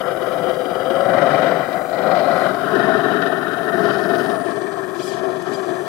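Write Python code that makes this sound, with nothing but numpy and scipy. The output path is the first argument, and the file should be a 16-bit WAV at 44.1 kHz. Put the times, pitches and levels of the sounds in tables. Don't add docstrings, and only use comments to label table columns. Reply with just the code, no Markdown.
import sys
import numpy as np
from scipy import signal
from scipy.fft import rfft, irfft, next_fast_len
from scipy.io import wavfile
from scipy.ndimage import uniform_filter1d, map_coordinates

SR = 44100
rng = np.random.default_rng(int(sys.argv[2]) if len(sys.argv) > 2 else 0)


def digitize_waveform(pressure):
    field = np.atleast_2d(pressure).T
    bounded = np.clip(field, -1, 1)
    quanta = np.round(bounded * 32767).astype(np.int16)
    wavfile.write(sys.argv[1], SR, quanta)


N = 259300

# time_s, relative level_db, middle modes over the low ones_db
EFFORT = [(0, -25, -7), (.4, -23, -8.5), (.45, -21, -10), (.55, -25, -8.5), (1.04, -19.5, -9),
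          (1.15, -16, -8.5), (1.4, -16.5, -8), (1.55, -18.5, -8), (1.64, -24.5, -7.5), (1.78, -21.5, -9),
          (1.88, -27.5, -10.5), (2.04, -19, -10.5), (2.44, -19, -6), (2.55, -24.5, -3), (2.88, -17.5, -5.5),
          (3.1, -20.5, -4.5), (3.6, -25.5, -3), (3.75, -20.5, -3.5), (3.93, -20.5, -6), (4.33, -20.5, -8),
          (4.46, -25, -6.5), (4.91, -29, -6), (5.1, -28.5, -7), (5.28, -24, -8), (5.42, -27.5, -8),
          (5.5, -24, -7.5), (5.63, -28, -5), (5.72, -24.5, -6), (5.88, -27.5, -9.5)]
# time_s, turns_per_s
GEAR_BEAT = [(0, 18.5), (.9, 19), (1.2, 24), (2.4, 24), (2.8, 19.2), (4.4, 19.2), (5, 17.5), (5.88, 17.5)]
SWINGS_S = [1.03, 1.13, 1.6, 2.0, 2.4, 2.75, 4.2, 4.6]
# time_s, pitch shift_hz, hum level_db (before panning)
DRAWBAR = [(0, 0, -42), (.4, -8, -37), (.85, -5, -36), (.92, 8, -27), (1.1, 30, -25), (1.22, 42, -28),
           (1.35, 0, -50), (2, -10, -50), (2.3, 30, -50), (5.88, 0, -60)]


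def amp(db):
    return 10 ** (np.asarray(db) / 20)


def unit(x):
    return x / np.sqrt(np.mean(x ** 2) + 1e-20)


def along(points, hz):
    f, v = np.transpose(points)
    return np.interp(np.log(hz + 1), np.log(f + 1), v)


def curves(rows):
    s, *cols = np.transpose(rows)
    return [np.interp(np.arange(N) / SR, s, c) for c in cols]


def wobble(rate):
    knots = rng.standard_normal(int(N * rate / SR) + 4)
    return map_coordinates(knots, [np.arange(N) * rate / SR])


def filtered(x, response):
    m = next_fast_len(N + 8192)
    return irfft(rfft(x, m) * response(np.fft.rfftfreq(m, 1 / SR)), m)[..., :N]


def resonance(hz, centre_hz, width_hz):
    return 1j * hz * width_hz / (centre_hz ** 2 - hz ** 2 + 1j * hz * width_hz)


def throb(hz, depth_db, wander):
    return amp(depth_db * np.sin(2 * np.pi * np.cumsum(hz * (1 + wander * wobble(2.987))) / SR))


def frame():
    # centre_hz, width_hz (before widening), relative level_db at each of five bearings,
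    # right over left_db at the first three bearings, at the fourth and at the fifth
    modes = [(142, 38.5, -18, -12.5, -15, -12.5, -18.5, -7, -8.5, -10.5),
             (187.7, 47.6, -14.5, -8.5, -9.5, -5, -16, -17.5, -18.5, -34),
             (278.3, 56, -14.5, -7, -8.5, -4, -12.5, -15, -15.5, -28),
             (370.8, 40.4, -5, -6.5, -5.5, 1, -3.5, -25.5, -29, -23),
             (416, 40, -37, -9, -12, 0.5, -14.5, -22, -21.5, -13),
             (518.3, 39.8, 0, 2.5, -0.5, -38, -20.5, -23, -19, -8),
             (604, 46, -15, -2, -0.5, -10, -17.5, -24, -30, -15),
             (672.3, 50.8, -3.5, 3, 1.5, 2.5, -6, -14.5, -20, -43),
             (744, 34.3, -7.5, -0.5, 0.5, -10, -14, -21, -29, -37),
             (828, 164, -23.5, -16, -18.5, -17.5, -25, -14, -26, -31),
             (1087.5, 90, -7, -7, -5, -6, -2, -14.5, -10.5, -25),
             (1304, 98, -1.5, -4.5, -2, -1.5, -6, -16.5, -19.5, -19),
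             (1464, 126, -8.5, -6, -4, 0.5, -45, -31, -41, -20),
             (1642, 102, -12.5, -12, -13, -7.5, -5, -34, -26, -31),
             (1795, 53, -26, -11, -45, 1.5, -2.5, -31, -28, -27),
             (1957, 120, -11.5, -8, -7, -22, -28, -31, -9.5, -9),
             (2362, 150, -30, -24.5, -23.5, -34, -23, -15, -8, -10),
             (2544, 85, -54, -43, -46, -24.5, -27.5, -14, -31, -17),
             (3058, 262, -24.5, -25.5, -27, -20, -25.5, -23, -22.5, -22),
             (3370, 430, -44, -54, -33, -47, -24.5, -16, -17, -24),
             (3784, 224, -32, -28.5, -29, -22, -34, -20, -21, -3),
             (4130, 190, -51, -36, -26, -44, -26.5, -33, -26, -23),
             (4740, 570, -39, -36, -34.5, -32, -30, -37, -34, -27),
             (5900, 530, -53, -47.5, -51, -46, -36, -24, -18, -22)]
    # frequency_hz, correlation
    likeness = [(60, .99), (200, .99), (380, .9), (640, .99), (1400, .98), (3100, .88)]
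    # frequency_hz, phase_rad
    phase_offset = [(60, -0.5), (1400, 0.66), (1640, -3), (1980, -5.5), (2840, -6.4), (3530, -11.5)]
    # time_s, level of the upper modes_db, independent of the effort
    loose_parts = [(0.0, -41), (0.06, -49), (0.08, -42.5), (0.77, -42), (1.46, -35.5), (1.7, -46.5),
                   (1.72, -40.5), (1.83, -48.5), (2.18, -38), (2.46, -38.5), (2.52, -44), (2.85, -37.5),
                   (2.86, -39.5), (3.26, -41), (3.65, -43.5), (3.78, -40.5), (4.31, -41.5), (4.34, -44.5),
                   (4.95, -50), (5.01, -44.5), (5.29, -47), (5.53, -43.5), (5.86, -46.5), (5.88, -42)]

    t = np.arange(N) / SR
    gear, = curves(GEAR_BEAT)
    beat = throb(2 * gear, 0.27, 0.032) * throb(gear, 1.18, 0.0406) * amp(0.46 * wobble(15))
    drive = unit(beat * amp(1.0 * wobble(150) + jolts()))

    def swung(*db):
        return amp(np.interp(t, SWINGS_S, np.repeat(db, 2)[1:-1]))

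    groups = np.zeros((3, 2, N))
    power = np.zeros((3, N))
    for centre_hz, width_hz, *db, early, between, late in modes:
        gain = swung(*db) * np.sqrt(width_hz)
        lumpy = drive * amp(0.85 * wobble(15) + 0.95 * wobble(90))
        shared, stray = lumpy * rng.standard_normal((2, N))

        def paths(f):
            like = np.clip(along(likeness, f), 0, 1)
            shifted = np.exp(-1j * along(phase_offset, f))
            skirts = resonance(f, centre_hz, 1.885 * width_hz) ** 2
            return skirts * [np.ones_like(f), like * shifted, np.sqrt(1 - like ** 2)]

        left, right, blur = filtered([shared, shared, stray], paths)
        if 470 < centre_hz < 560:
            bend = np.exp(2j * np.pi * np.cumsum(curves(DRAWBAR)[0]) / SR)
            analytic = signal.hilbert([left, right, blur], next_fast_len(N))[:, :N]
            left, right, blur = np.real(analytic * bend)
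        right = swung(early, early, early, between, late) * (right + blur)
        g = int(centre_hz > 900) + int(centre_hz > 2200)
        groups[g] += gain * np.array([left, right]) / np.std(left)
        power[g] += gain ** 2

    groups[2] *= unit(beat ** .9 * throb(gear, 1.2, .015) * amp(.7 * jolts()))
    level, middle = curves(EFFORT)
    upper = curves(loose_parts)[0] - level
    lumps = [0.37 * wobble(13), middle + 0.63 * wobble(13), upper + 0.11 * wobble(12)]
    sound = sum(1.75 * amp(level + db) * x / np.sqrt(p) for db, x, p in zip(lumps, groups, power))
    return filtered(notched(sound), lambda f: f ** 2 / (f ** 2 + 60 ** 2))


def jolts():
    # time_s, rise_db
    drops = [(.078, 4), (.468, 4), (.613, 3), (1.215, 3), (1.925, 4), (2.172, 5), (2.751, 6), (2.795, 4),
             (3.037, 4), (3.078, 5), (3.218, 4.5), (3.261, 3), (3.855, 5), (3.903, 3), (4.22, 3),
             (4.483, 5)]
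    decay_s = .016
    t = np.arange(N) / SR
    return sum(db * np.exp(-np.maximum(t - s, 0) / decay_s) * (t >= s) for s, db in drops)


def notched(x):
    # time_s, centre_hz, width_hz
    gaps = [
        [(0, 2660, 220), (1.05, 2660, 200), (1.4, 2720, 30), (2.7, 2770, 40), (3.1, 2950, 70), (4.3, 2870, 70),
         (4.9, 2850, 100), (5.88, 2800, 100)],
        [(0, 3550, 60), (1.2, 3470, 120), (1.7, 3450, 120), (2.1, 3500, 50), (3.2, 3500, 50), (3.7, 3450, 90),
         (4.5, 3680, 70), (5.88, 3650, 60)],
        [(0, 4000, 90), (1.1, 4150, 90), (1.9, 4320, 70), (2.45, 4450, 70), (2.55, 3970, 100), (2.8, 4300, 130),
         (3.6, 4430, 130), (3.8, 4200, 40), (5.88, 4160, 70)],
    ]
    hz, t, z = signal.stft(x, SR, nperseg=1024)
    for rows in gaps:
        s, centre, width = np.transpose(rows)
        band = resonance(hz[:, None], np.interp(t, s, centre), np.interp(t, s, width))
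        z = z * np.abs(1 - .93 * band)
    return signal.istft(z, SR, nperseg=1024)[1][:, :N]


def hum():
    rest_hz = 515
    shift, db = curves(DRAWBAR)
    tone = np.sin(2 * np.pi * np.cumsum(rest_hz + shift + 11 * wobble(35)) / SR)
    return np.sqrt(2) * amp(db + 3.5 * wobble(25)) * tone * amp([[5], [-15]])


def moan():
    # time_s, pitch_hz, level_db (before panning)
    settling = [(4.4, 415.1, -32), (4.448, 423, -32), (4.486, 360.0, -38), (4.564, 401.7, -29.5),
                (5.034, 364.9, -32.5), (5.086, 385.7, -30), (5.382, 365.7, -27), (5.428, 347.6, -38),
                (5.498, 377.3, -27), (5.668, 388.6, -31), (5.762, 356, -24.5), (5.88, 394, -32.5)]
    hz, db = curves(settling)
    fade = np.clip((np.arange(N) / SR - settling[0][0]) / .12, 0, 1)
    tone = np.sin(2 * np.pi * np.cumsum(hz + 13 * wobble(30)) / SR)
    return np.sqrt(2) * fade * amp(db + 2.5 * wobble(22)) * tone * amp([[3], [-19]])


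def scuff():
    # start_s, end_s, fade_s, level_db (before pulsing and panning)
    last_pull = (3.8, 4.32, .07, -50)
    start, end, fade, db = last_pull
    gate = np.interp(np.arange(N) / SR, [start - fade, start, end, end + fade], [0, 1, 1, 0])
    grains = amp(2.3 * wobble(120)) * rng.standard_normal(N)
    grit = unit(filtered(grains, lambda f: resonance(f, 4800, 1700) ** 2))
    pulse = throb(2 * curves(GEAR_BEAT)[0], 1.5, .03) * amp(.7 * wobble(14))
    return amp(db) * pulse * gate * grit * amp([[5], [-11]])


def pump():
    # time_s, turns_per_s
    shaft = [(0, 104.38), (.12, 104), (.2, 103), (.39, 102.75), (.42, 100.7), (.55, 100.45), (1.07, 100.72),
             (1.25, 100.3), (1.7, 100.34), (1.95, 100.84), (2.18, 100.56), (2.32, 99.96), (2.74, 100.28),
             (3.97, 100.3), (4.97, 100.48), (5.09, 100.8), (5.11, 103.24), (5.25, 102.7), (5.48, 102.8),
             (5.57, 101.84), (5.7, 101.42), (5.9, 101.44)]
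    # multiple of the shaft, level in its group_db
    orders = [(47, -12), (48, -1), (49, -15), (52, -16), (59, -11), (60, -7), (61, -15), (62, -15),
              (64, -16), (71, -11), (72, -5), (73, -11), (74, -15), (81, -15), (83, -3), (84, -4),
              (85, -11), (86, -10), (87, -18), (95, -8), (96, -3), (97, -10), (98, -13), (99, -18),
              (105, -17), (106, -21), (107, -7), (108, -10), (109, -17), (110, -13), (111, -17), (114, -21),
              (119, -10), (120, -9), (121, -11), (122, -13), (123, -19), (129, -21), (130, -20), (131, -10),
              (132, -13), (133, -16), (134, -15), (135, -19), (142, -22), (143, -11), (144, -14),
              (145, -12), (146, -14), (147, -18), (148, -23), (153, -22), (154, -17), (155, -10),
              (156, -19)]
    # multiple of the slot rate, level before and after the last swing_db
    slot_groups = [(4, -60.5, -70), (5, -79, -59), (6, -67, -58.5), (7, -65, -63.5), (8, -57.5, -62),
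                   (9, -55.5, -66), (10, -54, -69), (11, -59, -67), (12, -57, -70), (13, -55, -68)]
    swells = {4: [(.75, 6, 0.39), (2.35, -5, .2), (3.7, -5, .8), (5.8, 8, .25)], 5: [(5.7, 6, .33)],
              6: [(1.9, 8, .3), (4.3, 4, 0.23), (5.7, 3.5, .2)], 7: [(3.3, -12, .7), (4.55, 7, 0.33)],
              8: [(.6, -4, .22), (1.8, -12, 0.38), (3.1, -6, 0.17), (4.35, 9.5, 0.26), (4.88, -1, .15)],
              9: [(1.1, -5, .2), (2.1, -5, 0.54), (3.7, 2, .2)], 10: [(1.5, -8, .44), (1.9, -4, .12),
              (3.2, -11, 0.4)], 11: [(1.1, -5, .15), (1.7, 3, .2), (2.7, -9, .3), (3.1, 2, .12),
              (4.9, 6, .15)], 12: [(1.7, 3, .5), (2.65, -6, .15), (3.8, -7, .35), (4.6, 5, .3)],
              13: [(.8, -4, .4), (3.1, -4, .12)]}
    # frequency_hz, relative density_db
    hiss_spectrum = [(20, -40), (2000, -24), (4500, -8), (5500, 5), (7500, 4.5), (10000, 3), (13000, -2),
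                     (16000, -5)]

    t = np.arange(N) / SR
    speed = uniform_filter1d(curves(shaft)[0], size=SR // 14)
    angle = 2 * np.pi * np.cumsum(speed) / SR
    group_db = {}
    for g, *db in slot_groups:
        bumps = [change * np.exp(-((t - s) / half) ** 2) for s, change, half in swells.get(round(g), [])]
        group_db[round(g)] = np.interp(t, SWINGS_S[-2:], db) + sum(bumps)
    lines = sum(amp(db + group_db[round(k / 12)] + 2.3 * wobble(4)) * np.sin(k * angle + rng.normal(0, 1.3))
                for k, db in orders)

    order, turn_angle = np.arange(54, 155)[:, None], np.linspace(0, 2 * np.pi, 4097)
    between = np.sin(np.pi * order / 12) ** 2
    size = amp(rng.normal(0, 4.2, order.shape) - 16 * between)
    phase = rng.uniform(0, 2 * np.pi, order.shape)
    turn = np.sum(size * np.sin(order * turn_angle + phase), axis=0)
    faint_db = np.interp(t, SWINGS_S[-2:], [-73, -77]) + 2.0 * wobble(7)
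    faint = amp(faint_db) * np.interp(angle % (2 * np.pi), turn_angle, turn)

    noise = rng.standard_normal((3, N))
    common, left, right = filtered(noise, lambda hz: amp(along(hiss_spectrum, hz)))
    hiss_db = -52.0 + 0.23 * curves(EFFORT)[0] + 0.9 * wobble(3.44)
    hiss = amp(hiss_db) * unit(common + 3.2 * np.array([left, right]))
    return np.sqrt(2) * (lines + faint) * amp([[.6], [-.6]]) + hiss


def servo():
    # top speed at_s, top motor_hz, spin-up_s, spin-down_s, whine gain_db,
    # whine loss at standstill_db, brush gain_db
    moves = [(5.057, 868, .094, .136, -48, 10, -42), (5.548, 812, .07, .062, -50.5, 70, -48)]
    # multiple of the motor, relative level_db
    motor_orders = [(4, 2), (5, -8), (6, 7), (7.3, -4), (9.33, 1.5), (10.6, -10), (12.4, -4)]
    # frequency_hz, relative density_db
    brush_spectrum = [(2000, -30), (3000, -14), (3400, 2), (3900, 1), (5500, 5), (8000, 3), (11000, -1),
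                      (16000, -15)]
    # centre_hz, width_hz, gain_db
    case_modes = [(3280, 150, 6), (4100, 300, -3), (4800, 380, 3), (5900, 900, -1), (7600, 700, 0),
                  (9300, 700, -1), (10600, 1200, -2)]

    def case(f):
        return sum(amp(db) * resonance(f, c, w) for c, w, db in case_modes)

    out, t = np.zeros((2, N)), np.arange(N) / SR
    for s, top_hz, up_s, down_s, whine_db, fall_db, brush_db in moves:
        off = np.clip((t - s) / np.where(t < s, up_s, down_s), -3, 3) ** 2
        hz = top_hz * np.maximum(1 - off, 0)
        angle = 2 * np.pi * np.cumsum(hz * (1 + .014 * wobble(400))) / SR
        whine = sum(amp(db + 2.6 * wobble(140)) * np.sin(k * angle) for k, db in motor_orders)
        whine = filtered(amp(whine_db - fall_db * off) * whine, case)
        brush = unit(filtered(rng.standard_normal((2, N)), lambda f: amp(along(brush_spectrum, f))))
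        bright = filtered(brush, lambda f: 1 / (1 + (8000 / (f + 1)) ** 4))
        brush += bright * ((hz / 885) ** 4 - 1)
        brush_gain = amp(brush_db - 8 * off ** 2 + 1.1 * wobble(180))
        out += whine * amp([[5], [-14]]) + brush_gain * brush * amp([[3], [-3.5]])
    return out


def ticks():
    # time_s, noise gain at onset_db (before filter and panning)
    cracks = [(2.372, -46), (3.998, -41), (4.232, -43), (5.4231, -35)]
    out, t = np.zeros(N), np.arange(SR // 20) / SR
    for s, db in cracks:
        decay = amp(db - 60 * t / .025)
        out[round(s * SR):][:len(t)] += decay * rng.standard_normal(len(t))
    return filtered(out, lambda f: resonance(f, 6500, 6500) ** 2) * amp([[4], [-8]])


def drone():
    # frequency_hz, relative density_db
    rumble = [(20, 6), (40, -6), (60, 8), (90, 3), (140, -29)]
    level_db = np.interp(np.arange(N) / SR, [0, 1.2, 5.8], [-59, -59, -67])
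    noise = unit(filtered(rng.standard_normal(N), lambda hz: amp(along(rumble, hz))))
    return amp(level_db + 0.54 * wobble(3)) * noise


def scene():
    return frame() + hum() + moan() + scuff() + pump() + servo() + ticks() + drone()


def record(dry):
    top_hz = 15750
    squeezed = dry / (1 + np.abs(dry) ** 6) ** (1 / 6)
    return filtered(squeezed, lambda hz: hz < top_hz)


dry = scene()
out = record(dry)
digitize_waveform(out)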